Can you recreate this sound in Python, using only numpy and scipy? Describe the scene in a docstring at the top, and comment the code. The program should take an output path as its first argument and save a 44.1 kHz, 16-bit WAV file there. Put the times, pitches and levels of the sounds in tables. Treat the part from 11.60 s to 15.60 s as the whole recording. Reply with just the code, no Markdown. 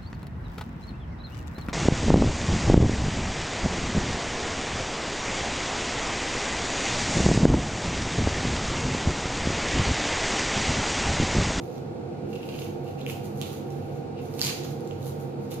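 """Dry onion skin crackles as it is peeled with a small knife. The sound is brittle fracture: single
flakes snap and ring, fingers rustle the skin, and one large piece tears off, while the blade scrapes
by stick-slip friction. The counter and the hard walls of a tiled kitchen reflect every crackle.
Behind it an appliance fan runs steadily, with broadband air noise and a tonal hum."""
import sys
import numpy as np
from scipy import signal
from scipy.fft import rfft, irfft
from scipy.io import wavfile
from scipy.ndimage import uniform_filter1d

SR = 44100
rng = np.random.default_rng(int(sys.argv[2]) if len(sys.argv) > 2 else 0)


def dump_mix(stems):
    """Bounce the given channels to the path in sys.argv[1] as a 16-bit WAV at rate SR."""
    frames = np.atleast_2d(stems).T  # one column per channel
    limited = np.clip(frames, -1, 1)  # hard clip at full scale
    pcm = np.round(limited * 32767).astype(np.int16)
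    wavfile.write(sys.argv[1], SR, pcm)


N = 176400
T = np.arange(N) / SR
HZ = np.fft.rfftfreq(N, 1 / SR)


def snaps():
    """Brittle fracture: an impulse with trailing grit, and damped vibration of the freed flake."""
    # single fractures: start_s, ring_db, pitch_hz, crack_db
    fractures = [(.181, -46, 3620, -43), (.99, -42, 2960, -36), (1.415, -35, 3700, -47),
                 (1.4646, -23, 2680, -34), (1.4895, -35, 2650, -35), (1.4983, -25, 2680, -33),
                 (1.5015, -32, 2750, -31), (1.8148, -24.5, 3500, -22.5), (1.8225, -30, 3400, -32),
                 (2.105, -46, 5550, -38), (2.74, -45, 5200, -37), (2.7925, -36, 4300, -23),
                 (2.795, -37, 6500, -24), (2.8095, -27, 5800, -28), (2.8154, -10.5, 4750, -14),
                 (2.8232, -28, 4600, -21), (2.8305, -25, 4500, -24), (2.8485, -19.5, 6300, -20),
                 (2.8685, -28, 3600, -20), (2.877, -26, 2800, -22), (2.896, -30, 2200, -28),
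                 (3.036, -36.5, 3660, -34), (3.207, -48, 10500, -43), (3.275, -41, 7200, -43),
                 (3.3105, -34.5, 2900, -47), (3.429, -40, 4000, -44), (3.479, -39, 11000, -40),
                 (3.917, -37, 3700, -35), (3.922, -38, 2600, -36), (3.942, -39, 11000, -36)]
    # spectrum of a crack: frequency_hz, gain_db
    spectrum = [(300, -14), (1100, -1), (1800, -4), (3000, 2.5), (4400, 2), (5500, 0), (6800, 2.5),
                (8200, -4), (11500, -1), (15500, -4)]
    ring_peak_s, grit_decay_s, grit_gain = .00055, .001, .4
    rings, cracks = np.zeros(N), np.zeros((2, N))
    t = T[:SR // 100]
    impulse = t == 0
    ring_envelope = t / ring_peak_s * np.exp((1 - (t / ring_peak_s) ** 2) / 2)
    for start_s, ring_db, pitch_hz, crack_db in fractures:
        add(rings, start_s, amp(ring_db) * ring_envelope * np.sin(2 * np.pi * pitch_hz * t))
        for side in cracks:
            grit = grit_gain * rng.standard_normal(len(t)) * np.exp(-t / grit_decay_s)
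            add(side, start_s, amp(crack_db) * (impulse + 2 * grit))
    return np.sqrt(2) * rings, colour(cracks, spectrum)


def tear():
    """Crack propagation: dense bunches of fractures follow one another as a large piece rips off."""
    # course of the rip: time_s, level_db
    course = [(2.77, -56), (2.796, -38), (2.819, -37), (2.835, -29), (2.858, -32.5), (2.874, -26),
              (2.895, -34.5), (2.91, -37), (2.925, -60)]
    # spectrum of tearing skin: frequency_hz, gain_db
    spectrum = [(300, -8), (1000, -5), (1800, -7.5), (2600, 3.5), (3400, 0.5), (4500, 4), (5500, -5),
                (6600, 3.5), (7700, -3), (10000, -8.5), (11200, -2.5), (15500, -12)]
    envelope = amp(np.interp(T, *np.transpose(course), left=-120, right=-120))
    fractures = crackle(per_s=3000, spread_db=4.5, max_spreads=np.pi) * clumps(spread_db=5)
    return colour(fractures * envelope, spectrum)


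def rustle():
    """Superposed microfractures under the fingers: a papery body, and fizz from the finest flakes."""
    # finger movements: peak_s, rise_s, fall_s, body_db, fizz_db
    touches = [(.02, .055, .079, -58.5, -60), (.17, 0.091, 0.025, -57.5, -62),
               (.75, 0.078, 0.055, -57, -58.5), (.87, 0.071, 0.081, -58, -56.5),
               (1.0, 0.12, 0.098, -50, -51.5), (1.28, 0.066, 0.076, -60, -60.5),
               (1.41, 0.04, 0.044, -55.5, -60.5), (1.507, 0.041, 0.033, -43, -41.5),
               (1.655, .027, 0.033, -54, -53), (1.83, 0.088, 0.086, -51, -51),
               (1.93, 0.065, 0.068, -51, -52), (2.12, 0.063, 0.2, -61, -60.5),
               (2.36, .077, 0.053, -61, -63), (2.635, 0.047, 0.084, -55, -56),
               (2.745, 0.045, 0.1, -53, -52), (2.97, 0.014, 0.032, -45, -65),
               (3.045, 0.017, 0.019, -43, -49), (3.11, 0.056, 0.035, -53, -52), (3.29, .12, 0.11, -58, -63),
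               (3.472, 0.066, 0.049, -49.5, -48), (3.602, 0.011, 0.046, -52, -50.5),
               (3.84, 0.047, 0.035, -59, -61), (3.925, 0.028, 0.036, -46.5, -46.5)]
    # spectrum of the papery body: frequency_hz, gain_db
    body_spectrum = [(400, -17), (1100, 10), (1800, 0.5), (2800, 4), (4400, 7.5), (5400, 6), (6800, 11),
                     (8000, -22), (15500, -10.5)]
    # spectrum of the fizz: frequency_hz, gain_db
    fizz_spectrum = [(2500, -28), (6800, -7), (9500, -2), (12000, 1), (15500, -3)]
    grains = crackle(per_s=4500, spread_db=2.0, max_spreads=4.5) * clumps(spread_db=3.8)
    body = strokes([(*timing, db) for *timing, db, _ in touches], edge_db=12)
    fizz = strokes([(*timing, db) for *timing, _, db in touches], edge_db=12)
    return colour(grains * body, body_spectrum) + colour(grains * fizz, fizz_spectrum)


def scrape():
    """Stick-slip friction: the blade drags in dull ticks, with a short rasp at every slip."""
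    # blade strokes under the skin: peak_s, rise_s, fall_s, level_db
    drags = [(.95, 0.37, 0.12, -55), (1.275, 0.03, .039, -51.5), (1.405, 0.032, 0.018, -48),
             (1.84, 0.044, 0.064, -46.5), (2.2, 0.32, .36, -63.5), (2.585, 0.032, 0.035, -50.5),
             (3.922, 0.014, 0.008, -49)]
    # slips of the blade: peak_s, level_db
    slips = [(0.733, -44), (0.758, -41), (.831, -40.5), (0.885, -50), (0.891, -38), (.906, -49),
             (.925, -43), (.942, -46), (0.954, -41.5), (0.99, -42), (1.021, -38.5), (1.065, -44),
             (1.483, -45), (1.507, -54)]
    # spectrum of scraping: frequency_hz, gain_db
    spectrum = [(400, -18), (1200, -8), (1800, -14), (2250, -2.5), (2750, 7), (3300, -5), (4200, -6),
                (7000, -19), (15500, -32)]
    rise_s, fall_s = .006, .009
    rasps = [(peak_s, rise_s, fall_s, db) for peak_s, db in slips]
    ticks = crackle(per_s=2300, spread_db=5, max_spreads=1.6)
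    return colour(ticks * strokes(drags + rasps, edge_db=20), spectrum)


def crackle(per_s, spread_db, max_spreads):
    """A Poisson process of tiny fractures, many small and a few large, in two channels."""
    size = amp(spread_db * np.minimum(rng.exponential(1, N), max_spreads))
    polarity = rng.choice([-1, 1], N)
    occurs = rng.random(N) < per_s / SR
    coherence = .5  # each flake radiates its own way, so left and right only partly agree
    directivity = np.sqrt(coherence) + np.sqrt(1 - coherence) * rng.choice([-1, 1], (2, N))
    return unit(size * polarity * occurs * directivity)


def clumps(spread_db, clump_s=.0025):
    """Random amplitude modulation as fibres give way in bunches."""
    fluctuation = unit(uniform_filter1d(rng.standard_normal(N), round(clump_s * SR)))
    return unit(amp(spread_db * np.clip(fluctuation, -2, 2)))


def strokes(rows, edge_db):
    """Gaussian swells add in power; each is edge_db down at rise_s before and fall_s after its peak."""
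    power = np.zeros(N)
    for peak_s, rise_s, fall_s, level_db in rows:
        from_peak = (T - peak_s) / np.where(T < peak_s, rise_s, fall_s)
        power += amp(level_db - edge_db * from_peak ** 2) ** 2
    return np.sqrt(power)


def kitchen(sound, direct_db, room_db=0):
    """Convolution with a room response: direct sound, early reflections and a decaying diffuse tail."""
    # reverberation time: frequency_hz, t60_s
    decay_times = [(300, 0.86), (1500, 0.66), (7000, 0.48), (16000, 0.53)]
    # the walls return less of the treble: frequency_hz, gain_db
    wall_spectrum = [(4500, -2), (11000, -5)]
    # reflections from nearby surfaces: delay_s, gain_db
    reflections = [(.0078, -14), (.0089, -17), (.0165, -20)]
    build_up_s, left_delay_s = .005, .00009
    hz, t, noise = signal.stft(rng.standard_normal((2, SR)), SR, nperseg=256)
    decay = amp(-60 * t / read(decay_times, hz)[:, None])
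    tail = signal.istft(noise * decay, SR, nperseg=256)[1][:, :SR]
    tail *= 1 - np.exp(-(T[:SR] / build_up_s) ** 2)
    wall_gain = amp(room_db + read(wall_spectrum, np.fft.rfftfreq(SR, 1 / SR)))
    response = irfft(rfft(tail / np.linalg.norm(tail[0])) * wall_gain, SR)
    for side, arrival_s in zip(response, (left_delay_s, 0)):
        add(side, arrival_s, np.array([amp(direct_db)]))
        for delay_s, gain_db in reflections:
            add(side, delay_s + rng.uniform(-0.00031, 0.00037), np.array([amp(room_db + gain_db)]))
    return signal.fftconvolve(np.atleast_2d(sound), response, axes=1)[:, :N]


def fan():
    """Broadband and narrowband noise: a low rush of air, wavering hum tones and a faint hiss."""
    # spectrum of the rushing air: frequency_hz, gain_db
    air_spectrum = [(20, -44), (40, -22), (64, -23.5), (83, -16), (140, 0), (177, -8), (205, -9.5),
                    (232, -8), (264, -6.5), (283, -13), (340, -2), (415, -10), (471, -1), (554, -16.5),
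                    (796, -16), (920, -24), (972, -28.5), (1450, -25.5), (1900, -49), (4180, -120)]
    # hum tones: pitch_hz, level_db
    tones = [(97, -46), (210, -43.5), (259, -46), (345, -51), (468, -55), (517, -52), (716, -50.5),
             (787, -50), (920.5, -57.5)]
    # spectrum of the hiss: frequency_hz, gain_db
    hiss_spectrum = [(900, -62), (1500, 4.5), (1900, 3), (2400, 4.5), (3200, -2), (4400, -1), (5400, -7),
                     (6700, -9), (8000, -11), (15500, -21.5)]
    air_cutoff_hz, tone_width_hz = 1800, 6.6
    air = noise_field(amp(read(air_spectrum, HZ)) / np.sqrt(1 + (HZ / air_cutoff_hz) ** 10))
    hum_power = sum(amp(db) ** 2 / (1 + ((HZ - hz) / tone_width_hz) ** 2) ** 2 for hz, db in tones)
    hum = noise_field(np.sqrt(hum_power)) * np.linalg.norm([amp(db) for _, db in tones])
    hiss = noise_field(amp(read(hiss_spectrum, HZ)))
    return amp(-35) * air + amp(-2) * hum + amp(-58) * hiss


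def fan_drone():
    """Frequency and amplitude modulation: the fan's strongest tone wavers, swells and sags."""
    # course of the tone: time_s, level_db
    course = [(0, -47.5), (1.1, -37.5), (1.2, -33.5), (1.55, -35), (1.95, -46), (2.15, -33.5), (2.85, -35),
              (3.3, -38.5), (3.45, -35), (3.85, -33.5)]
    pitch_hz, wander_rms_hz = 141.5, 3.397
    wander = unit(irfft(rfft(rng.standard_normal(N)) / (1 + (HZ / 6) ** 4), N))
    tone = unit(np.sin(2 * np.pi * np.cumsum(pitch_hz + wander_rms_hz * wander) / SR))
    envelope = amp(np.interp(T, *np.transpose(course)) - 6)
    return tone * envelope * pan(-3.5)


def noise_field(spectral_gain):
    """Partial coherence: steady noise of rms 1, closely alike at left and right only in the bass."""
    # likeness of the two sides: frequency_hz, correlation
    correlations = [(150, .96), (270, .75), (330, .33), (500, .46), (800, .24), (1400, .63), (2500, -.23),
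                    (5000, .5)]
    # phase between the sides: frequency_hz, left_lead_rad
    phases = [(220, .05), (320, -.46), (420, -1.9), (490, .75), (780, -.16), (1300, 2.5)]
    # balance of the fan: frequency_hz, left_minus_right_db
    balance = [(50, 7), (110, -3.5), (290, -2), (640, -5), (1410, 0), (3100, -1), (6820, 5.5), (15000, -4)]
    common, independent = rfft(rng.standard_normal((2, N)))
    correlation = read(correlations, HZ)
    left = common * np.exp(1j * read(phases, HZ))
    right = correlation * common + np.sqrt(1 - correlation ** 2) * independent
    return unit(irfft(np.array([left, right]) * spectral_gain * pan(read(balance, HZ)), N))


def colour(sound, spectrum):
    """Minimum-phase filtering: a causal filter of unit power gain shapes the spectrum."""
    hz = abs(np.fft.fftfreq(4096, 1 / SR))
    log_gain = np.log(unit(amp(read(spectrum, hz))))
    taps = np.fft.ifft(np.exp(np.conj(signal.hilbert(log_gain)))).real
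    return signal.oaconvolve(np.atleast_2d(sound), taps[None, :len(taps) // 2], axes=1)[:, :N]


def amp(db):
    """Amplitude ratio for a level in decibels."""
    return 10 ** (np.asarray(db) / 20)


def unit(x):
    """Normalisation to rms 1."""
    return x / np.sqrt(np.mean(x ** 2) + 1e-20)


def read(points, hz):
    """Interpolation of a table on a log-frequency axis."""
    frequencies, values = np.transpose(points)
    return np.interp(np.log(hz + 1), np.log(frequencies + 1), values)


def add(mix, start_s, sound):
    """Superposition of a sound on the mix from start_s."""
    part = mix[max(round(start_s * SR), 0):][:len(sound)]
    part += sound[:len(part)]


def pan(db):
    """Left and right gains for a level difference, left minus right."""
    return amp(np.array([db / 2, -db / 2])).reshape(2, -1)


def scene():
    """Superposition: the onion skin, a little to the right in the kitchen, over the fan."""
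    # balance of the skin: frequency_hz, left_minus_right_db
    balance = [(1000, -1), (2700, -2.5), (4600, -4), (8000, -1.5), (12000, 0), (15500, .5)]
    rings, cracks = snaps()
    skin = (kitchen(rustle(), direct_db=-3.5)
            + kitchen(scrape(), direct_db=-2, room_db=-2.5)
            + kitchen(tear(), direct_db=-4, room_db=-1)
            + kitchen(cracks, direct_db=-2)
            + kitchen(rings, direct_db=-2, room_db=-3))
    placed_skin = irfft(rfft(skin) * pan(read(balance, HZ)), N)
    return placed_skin + fan() + fan_drone()


def record(dry):
    """Band limiting: a linear-phase low-pass filter removes the highest treble."""
    cutoff_hz = 15530
    taps = signal.firwin(401, cutoff_hz, window=("kaiser", 9), fs=SR)
    return signal.oaconvolve(dry, taps[None], "same", axes=1)


dry = scene()
out = record(dry)
dump_mix(out)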